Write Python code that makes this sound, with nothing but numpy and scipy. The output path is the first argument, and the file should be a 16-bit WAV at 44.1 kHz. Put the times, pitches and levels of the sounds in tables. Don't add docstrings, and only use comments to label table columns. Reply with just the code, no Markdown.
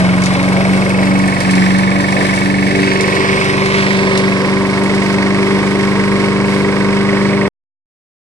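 import sys
import numpy as np
from scipy import signal
from scipy.fft import rfft, irfft, next_fast_len
from scipy.io import wavfile
from scipy.ndimage import uniform_filter1d, map_coordinates

SR = 44100
rng = np.random.default_rng(int(sys.argv[2]) if len(sys.argv) > 2 else 0)


def natural_amplitude(level_db):
    exponent = np.asarray(level_db, float) / 20
    return 10 ** exponent


def file_out(sig):
    cols = np.atleast_2d(sig).T
    lim = np.clip(cols, -1, 1)
    pcm = np.round(lim * 32767).astype(np.int16)
    wavfile.write(sys.argv[1], SR, pcm)


N = 364266
T = np.arange(N) / SR


def curves(rows):
    s, *columns = np.transpose(rows)
    return [np.interp(T, s, c) for c in columns]


def unit(x):
    return x / np.sqrt(np.mean(x ** 2))


def bump(at_s, length_s):
    return np.exp(-((T - at_s) / length_s) ** 2)


def ring(x, hz, width_hz):
    return signal.lfilter(*signal.iirpeak(hz, hz / width_hz, fs=SR), x)


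def coloured(x, points):
    hz, db = np.transpose(points)
    size = next_fast_len(N)
    bin_hz = np.arange(size // 2 + 1) * SR / size
    gain = natural_amplitude(np.interp(np.log(bin_hz + 1), np.log(hz), db, -90, -90))
    return unit(irfft(rfft(x, size) * gain, size)[:N])


def walk(rate_hz):
    k = int(SR / rate_hz)
    held = np.repeat(rng.standard_normal(N // k + 1), k)
    return 1.54 * uniform_filter1d(uniform_filter1d(held, k), k)[:N]


def puff(cycle, start, rise, fall):
    p = (cycle - start) % 1
    return (1 - np.exp(-p / rise)) * np.exp(-p / fall)


def knock(cycle, at):
    p, out = (cycle - at) % 1, np.zeros(N + 1)
    i = np.flatnonzero(np.diff(p) < 0) + 1
    early = p[i] / np.gradient(cycle)[i]
    out[i - 1], out[i] = early, 1 - early
    return unit(out[:N])


def blend(steady, rough, share):
    share = np.clip(share, 0, 1)
    return np.sqrt(share) * steady + np.sqrt(1 - share) * unit(rough)


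def later(x, lag_samples):
    return map_coordinates(x, [np.arange(N) - lag_samples], order=3, mode="nearest")


def ground(x, echo_ms, share):
    dull = signal.lfilter(*signal.butter(1, 2500, fs=SR), x)
    return x + share * later(dull, echo_ms * SR / 1000 - 2)


def ports(x, pan_db, lag_samples, stray=0.):
    treble = signal.lfilter(*signal.butter(2, 2900, "high", fs=SR), x)
    scattered = np.array([np.roll(treble, N // 3), np.roll(treble, -N // 4)])
    direct = np.array([x, later(x, lag_samples)])
    return (direct + stray * scattered) * natural_amplitude(np.array([pan_db, -pan_db]) / 2) / np.hypot(1, stray)


# time in s, right port lag in samples, lawn echo in ms, facing the chute in dB.
PHONE_TURN = [(0.0, 14, 1.3, -0.5), (0.4, 14.3, 1.27, 0), (0.8, 15.1, 1.29, 0), (1.2, 19, 1.23, -1.5),
              (1.6, 22.6, 1, -0.5), (2.0, 21.7, 1.05, -3), (2.2, 22.3, 1.08, 1.5), (2.45, 21.7, 0.98, -0.5),
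              (2.8, 20.8, 0.83, 1.5), (3.1, 17.7, 0.52, 3), (3.6, 14.2, 0.77, 2.5), (4.0, 11, 0.52, 3.5),
              (4.4, 8.3, 0.56, 1), (4.8, 7, 0.62, 0.5), (5.3, 6.6, 0.71, 1.2), (6.0, 6.6, 0.67, 0),
              (6.8, 6.5, 0.62, -.5), (7.48, 4.6, 0.58, -.5)]


def phone_turn():
    return curves(PHONE_TURN)


# level at rest in dB, dB per sample of lag, dB per ms of echo, share of the facing dB.
PART_LEVELS = dict(roar=(-26, 0.0448, -0.1, 0.85), thump=(-29.5, -0.07, 7.5, -0.37),
               cover=(-25.5, 0.1, 2, -0.28), can=(-23, -0.04, 1.8, 0.6), cut=(-30.5, 0.1141, -0.3, 1.2),
               fan=(-42, 0.11, 4, 0.7))


def part_levels(turned, near, facing_db):
    return {part: a + b * turned + c * near + d * facing_db for part, (a, b, c, d) in PART_LEVELS.items()}


# left minus right at rest in dB, dB per sample of lag, dB per ms of echo.
PART_PANS = dict(deck=(8.3, -.1, -2.1), cover=(-2.1, -0.32, 3.5), can=(-6.5, -0.5, 10),
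             cut=(-5.5, 0.32, 5.7), fan=(-1.3, 0.29, 2.5))


def part_pans(turned, near):
    return {part: a + b * turned + c * near for part, (a, b, c) in PART_PANS.items()}


# time in s, engine cycles per s (a cycle is two shaft turns and four blade tips).
ENGINE_SPEED = [(0.0, 22.836), (0.2, 23.04), (0.8, 23.796), (1.2, 23.859), (1.6, 23.325), (1.8, 23.77),
                (2.2, 24.093), (2.4, 23.967), (3.6, 24.216), (3.8, 24.449), (4.2, 24.075), (5.0, 24.489),
                (5.2, 24.452), (5.6, 24.593), (6.6, 24.739), (7.5, 24.744)]


def engine_cycle():
    return np.cumsum(curves(ENGINE_SPEED)[0]) / SR


def air(points, beat, crackle_db, flicker_db):
    bursts = np.minimum(rng.exponential(size=N // 32 + 1), 4.2).repeat(32)[:N]
    grain = rng.standard_normal(N) * natural_amplitude(crackle_db * uniform_filter1d(bursts, size=32))
    return coloured(grain * beat * natural_amplitude(flicker_db * walk(14)), points)


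# frequency in Hz, density in dB per Hz.
HISS_SPECTRUM = [(710, -43), (1200, -3), (1360, -14.5), (1520, -6.5), (2050, -3), (2190, -6.5),
                 (2370, -5.5), (2930, -13.5), (5260, -18), (6570, -28.5), (8540, -22), (10500, -30),
                 (11800, -33.5), (12200, -76), (15900, -102), (22000, -120)]


def hiss(beat):
    return air(HISS_SPECTRUM, beat ** 2.4, crackle_db=2.0, flicker_db=1.27)


# frequency in Hz, density in dB per Hz.
ROAR_SPECTRUM = [(24, -55.5), (40, -20), (146, -15), (193, -6), (215, -17), (243, -14.5), (288, -11.5),
                 (424, -7.5), (578, -7), (799, -15), (1140, -36), (1350, -53.5), (1600, -22.5),
                 (2080, -61.5), (3520, -120)]


def roar(beat):
    return air(ROAR_SPECTRUM, beat, crackle_db=1.0, flicker_db=0.83)


# time in s, peak in dB, low part in dB, left minus right in dB.
STALK_TICKS = [(0.2189, -22, 3, -3.5), (0.237, -23, 8.5, 7.5), (0.258, -22.5, 10.5, 4),
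               (0.3361, -18, -2.5, 1), (0.4283, -17, -4.5, -6), (0.8935, -12.5, -9.5, 0),
               (1.19, -18, -3.5, 0.5), (1.276, -5.5, -15, 0), (1.4035, -5, -9, -0.5), (1.509, -1, -12.5, 1),
               (1.5527, -15.5, -2.5, 7.5), (1.7844, -6.5, -11.5, -3), (2.006, -15, -4, 1.5),
               (2.1214, -14.5, -4.5, 3), (2.2523, -18, -5.5, 4.5), (2.338, -14.5, -5.5, 2.5),
               (2.36, -11, -9.5, 7), (2.4573, -17.5, -6.5, 0), (2.9337, -21, -2, 0), (3.008, -8.5, -5.5, 4),
               (3.0784, -18.5, -5.5, 1), (3.1238, -19, -11.5, -7), (3.1507, -14.5, -9.5, 2.5),
               (3.4443, -24, 4, -6), (3.658, -14.5, -3, 4), (4.175, -12, 0.5, -1), (4.8349, -8, -13, -7),
               (4.948, -20, -0.5, -1), (5.0305, -18, -10.5, -7.5), (5.1272, -15, -7, -6)]


def ticks(lag):
    out, tail_s = np.zeros((2, N + 2000)), np.arange(1500) / SR
    shape = (1 - np.exp(-tail_s / 0.00047)) * (np.exp(-tail_s / 0.0021) + 0.39 * np.exp(-tail_s / 0.026))
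    cracks = rng.standard_normal((len(STALK_TICKS), 3, 1500))
    for (s, db, low_db, pan_db), crack in zip(STALK_TICKS, cracks):
        start = int(s * SR)
        for ch, (delay, side) in enumerate(((0, 1), (int(lag[start]), -1))):
            hit = (crack[2] + 1.22 * crack[ch]) * shape
            bright = ring(ring(hit, 7500, 3100), 9200, 4300)
            low = natural_amplitude(low_db + 19.5) * ring(hit, 4480, 2800)
            out[ch, start + delay:][:1500] += natural_amplitude(db - 17 + side * pan_db / 2) * (bright + low)
    return signal.sosfilt(signal.butter(6, 10800, fs=SR, output="sos"), out[:, :N])


# frequency in Hz, width in Hz, level in dB.
COVER_MODES = [
    (932.4, 20, 3),
    (1018, 14, 3),
    (1083, 11, 2.5),
    (1110, 11, -0.5),
    (1040, 413, 1.5),
    (1370, 180, -15),
    (1506, 71, -14.5),
]


def cover(cycle, steady):
    gusts = 1.9 + puff(cycle, 0.01, 0.024, 0.21) / .5 + puff(cycle, 0.46, 0.088, 0.19) / .5
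    rattle = rng.standard_normal(N) * gusts
    valves = unit(knock(cycle, 0.0537) + .55 * knock(cycle, 0.5533))
    narrow = blend(valves, rattle, steady)
    wide = blend(knock(cycle, 0.0523), rattle, share=0.038)
    out = 0
    for hz, width, db in COVER_MODES:
        drive, gain_db = (narrow, db + 11.9 * (steady - 1.73)) if width < 40 else (wide, db)
        out = out + natural_amplitude(gain_db) * unit(ring(ring(drive, hz, width), hz, 4 * width))
    return unit(out)


# frequency in Hz, width in Hz, level in dB, lateness in cycles,
# gain in dB per sample of port lag.
SILENCER_MODES = [
    (1765, 81, -7.5, 0.0441, 1.12),
    (1925, 96, 1, 0.0519, -0.18),
    (2173.5, 65, 1.5, 0.0342, -0.22),
    (2233, 49, 1.5, 0.05064, 0.3),
    (2568, 150, -4, .04, 0.25),
]


def silencer(cycle, lag):
    gas, out = rng.standard_normal(N), 0
    for hz, width, db, late, facing_db in SILENCER_MODES:
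        jet = gas * (.3 + puff(cycle, late - .01, .02, .09) / .3)
        drive = blend(knock(cycle, late), jet, share=.82 if hz < 2400 else .25)
        swell = ring(ring(drive, hz, 2.3 * width), hz, 2.3 * width)
        out = out + natural_amplitude(db + facing_db * (lag - 12.0)) * unit(ring(swell, hz, width))
    return unit(out)


# multiple of the cycle, level in dB.
FIRING_HARMONICS = [(1, -50), (2, -19), (3, -36.5), (4, -14), (5, -13), (6, -11), (7, -40), (8, 0),
                    (9, -20.5), (10, -20.5), (11, -21), (12, -8), (13, -20.5), (14, -16.5), (15, -17),
                    (16, -6), (17, -22), (18, -17.5), (19, -24), (20, -21), (21, -23.5), (22, -28.5),
                    (23, -28.5), (24, -19), (26, -27.5), (28, -23)]


def firing(cycle):
    sway, out = walk(10), 0
    for k, db in FIRING_HARMONICS:
        if k in (8, 12, 16):
            continue
        level = np.sqrt(2) * natural_amplitude(db + 0.14 * k * np.roll(sway, 9001 * k))
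        turns = k * (cycle - .13) + .021 * k * k + 0.0055 * k * np.roll(sway, -7001 * k)
        out = out + level * np.cos(2 * np.pi * turns)
    return out


# hidden level in dB, clear level in dB, clear from in s, change lasting in s.
SKIRT_CLEARING = [
    (-31, -24, 4.2, 0.28),
    (-44.5, -21, 2.7, 0.12),
]
# time in s, length in s, level in dB.
THIRD_FLARES = [(0.16, 0.14, -30.5), (0.448, 0.086, -23), (0.73, 0.041, -24.5), (1.163, 0.15, -20.5),
                (1.548, 0.079, -21), (1.752, 0.056, -23), (1.995, 0.061, -21), (2.23, 0.078, -26),
                (2.55, 0.16, -22), (2.82, 0.12, -20.5), (3.49, .08, -30)]
FOURTH_FLARES = [
    (0.55, 0.09, -26.5),
    (0.86, 0.15, -26),
    (1.62, 0.12, -29),
    (2.22, 0.14, -28),
    (3.2, 0.55, -32),
    (4.15, 0.088, -28.5),
]


def upper_overtones():
    levels_db = []
    for (hidden_db, clear_db, at, lasts), flares in zip(SKIRT_CLEARING, (THIRD_FLARES, FOURTH_FLARES)):
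        gain = natural_amplitude(hidden_db + (clear_db - hidden_db) * np.clip((T - at) / lasts + .5, 0, 1))
        gain = gain + sum(natural_amplitude(db) * bump(s, length) for s, length, db in flares)
        levels_db.append(20 * np.log10(gain))
    return levels_db


# time in s, level in dB.
BLADE_HUM = [(0.0, -9.5), (0.35, -15), (0.72, -12), (0.86, -15.5), (1.0, -12), (1.25, -11), (1.39, -18.5),
             (1.52, -10.5), (1.85, -11), (2.0, -15), (2.2, -16), (2.6, -14), (3.0, -19), (3.3, -20.5),
             (3.75, -18), (4.0, -15.5), (4.5, -16), (5.4, -15)]


def blade(cycle):
    shake, out = .006 * walk(40), 0
    for k, db in zip((2, 3, 4), (curves(BLADE_HUM)[0], *upper_overtones())):
        level = np.sqrt(2) * natural_amplitude(db + 0.285 * k * walk(30))
        out = out + level * np.cos(2 * np.pi * k * (4 * cycle - .1 + shake))
    return out


def scene():
    cycle = engine_cycle()
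    lag, echo_ms, facing_db = phone_turn()
    turned, near = lag - 6, echo_ms - .6
    steady = np.clip(1 - 1.3 * near, 0, 1)
    db, pan = part_levels(turned, near, facing_db), part_pans(turned, near)
    shadow_db = -6 * bump(2.72, 0.19)
    beat = 1 + 0.41 * puff(cycle, 0.0082, 0.014, 0.15) + 0.64 * puff(cycle, .5, 0.022, 0.033)

    air_hiss = hiss(beat)
    cut = signal.sosfilt(signal.butter(4, 6500, fs=SR, output="sos"), air_hiss)
    fan = signal.sosfilt(signal.butter(4, 6500, "high", fs=SR, output="sos"), air_hiss)
    deck = natural_amplitude(db["roar"] + 3.5) * roar(beat) + natural_amplitude(0.61 * db["thump"] + 1.0) * firing(cycle)

    out = natural_amplitude(db["fan"] + 1.46) * ports(unit(fan), pan["fan"], lag, stray=4.2)
    out += natural_amplitude(db["cut"] + 8) * ports(ground(unit(cut), echo_ms, share=0.09), pan["cut"], lag, stray=1.0)
    out += ticks(lag)
    out += natural_amplitude(db["cover"] + shadow_db + 1.0) * ports(cover(cycle, steady), pan["cover"], 0.89 * (lag - 6))
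    out += natural_amplitude(db["can"] - 2.53) * ports(silencer(cycle, lag), pan["can"], lag)
    out += ports(ground(deck, echo_ms, share=0.36), 0.4 * pan["deck"], 0.37 * lag + 2.4)
    out += ports(blade(cycle), 0.18 * pan["deck"], 0.46 * lag + 4.1)
    return out


def starved_top(x, edges_hz=(9900, 10300, 10700, 11100, 11500, 11900, 12400), limit_db=-58):
    size = next_fast_len(N)
    spectrum, hz = rfft(x, size), np.arange(size // 2 + 1) * SR / size
    out = irfft(spectrum * (hz < edges_hz[0]), size)[:, :N]
    for lo, hi in zip(edges_hz, edges_hz[1:]):
        band = irfft(spectrum * ((hz >= lo) & (hz < hi)), size)[:, :N]
        power = uniform_filter1d(band ** 2, size=1024)
        heard = power * natural_amplitude(5 * walk(40)) > natural_amplitude(2 * limit_db)
        out = out + band * uniform_filter1d(1. * heard, size=300)
    return out


def roll_off(x):
    return signal.sosfilt(signal.butter(12, 12390, fs=SR, output="sos"), x)


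def record(dry):
    cut_s = 7.48165
    x = np.array([signal.lfilter(*signal.butter(1, hz, "high", fs=SR), x) for x, hz in zip(dry, (105, 15))])
    x = signal.lfilter(*signal.butter(1, 8, "high", fs=SR), np.tanh(.8 * x) / .8)
    x = starved_top(x)
    after_s = np.maximum(T - cut_s, 0)
    smear = natural_amplitude(-50) * np.exp(-(after_s / .006) ** 4) * ring(rng.standard_normal((2, N)), 200, 500)
    offset = natural_amplitude(-80) * np.exp(-after_s / .2)
    x = np.where(T < cut_s, x * np.clip((cut_s - T) / .0004, 0, 1), smear + offset)
    return roll_off(x)


dry = scene()
out = record(dry)
file_out(out)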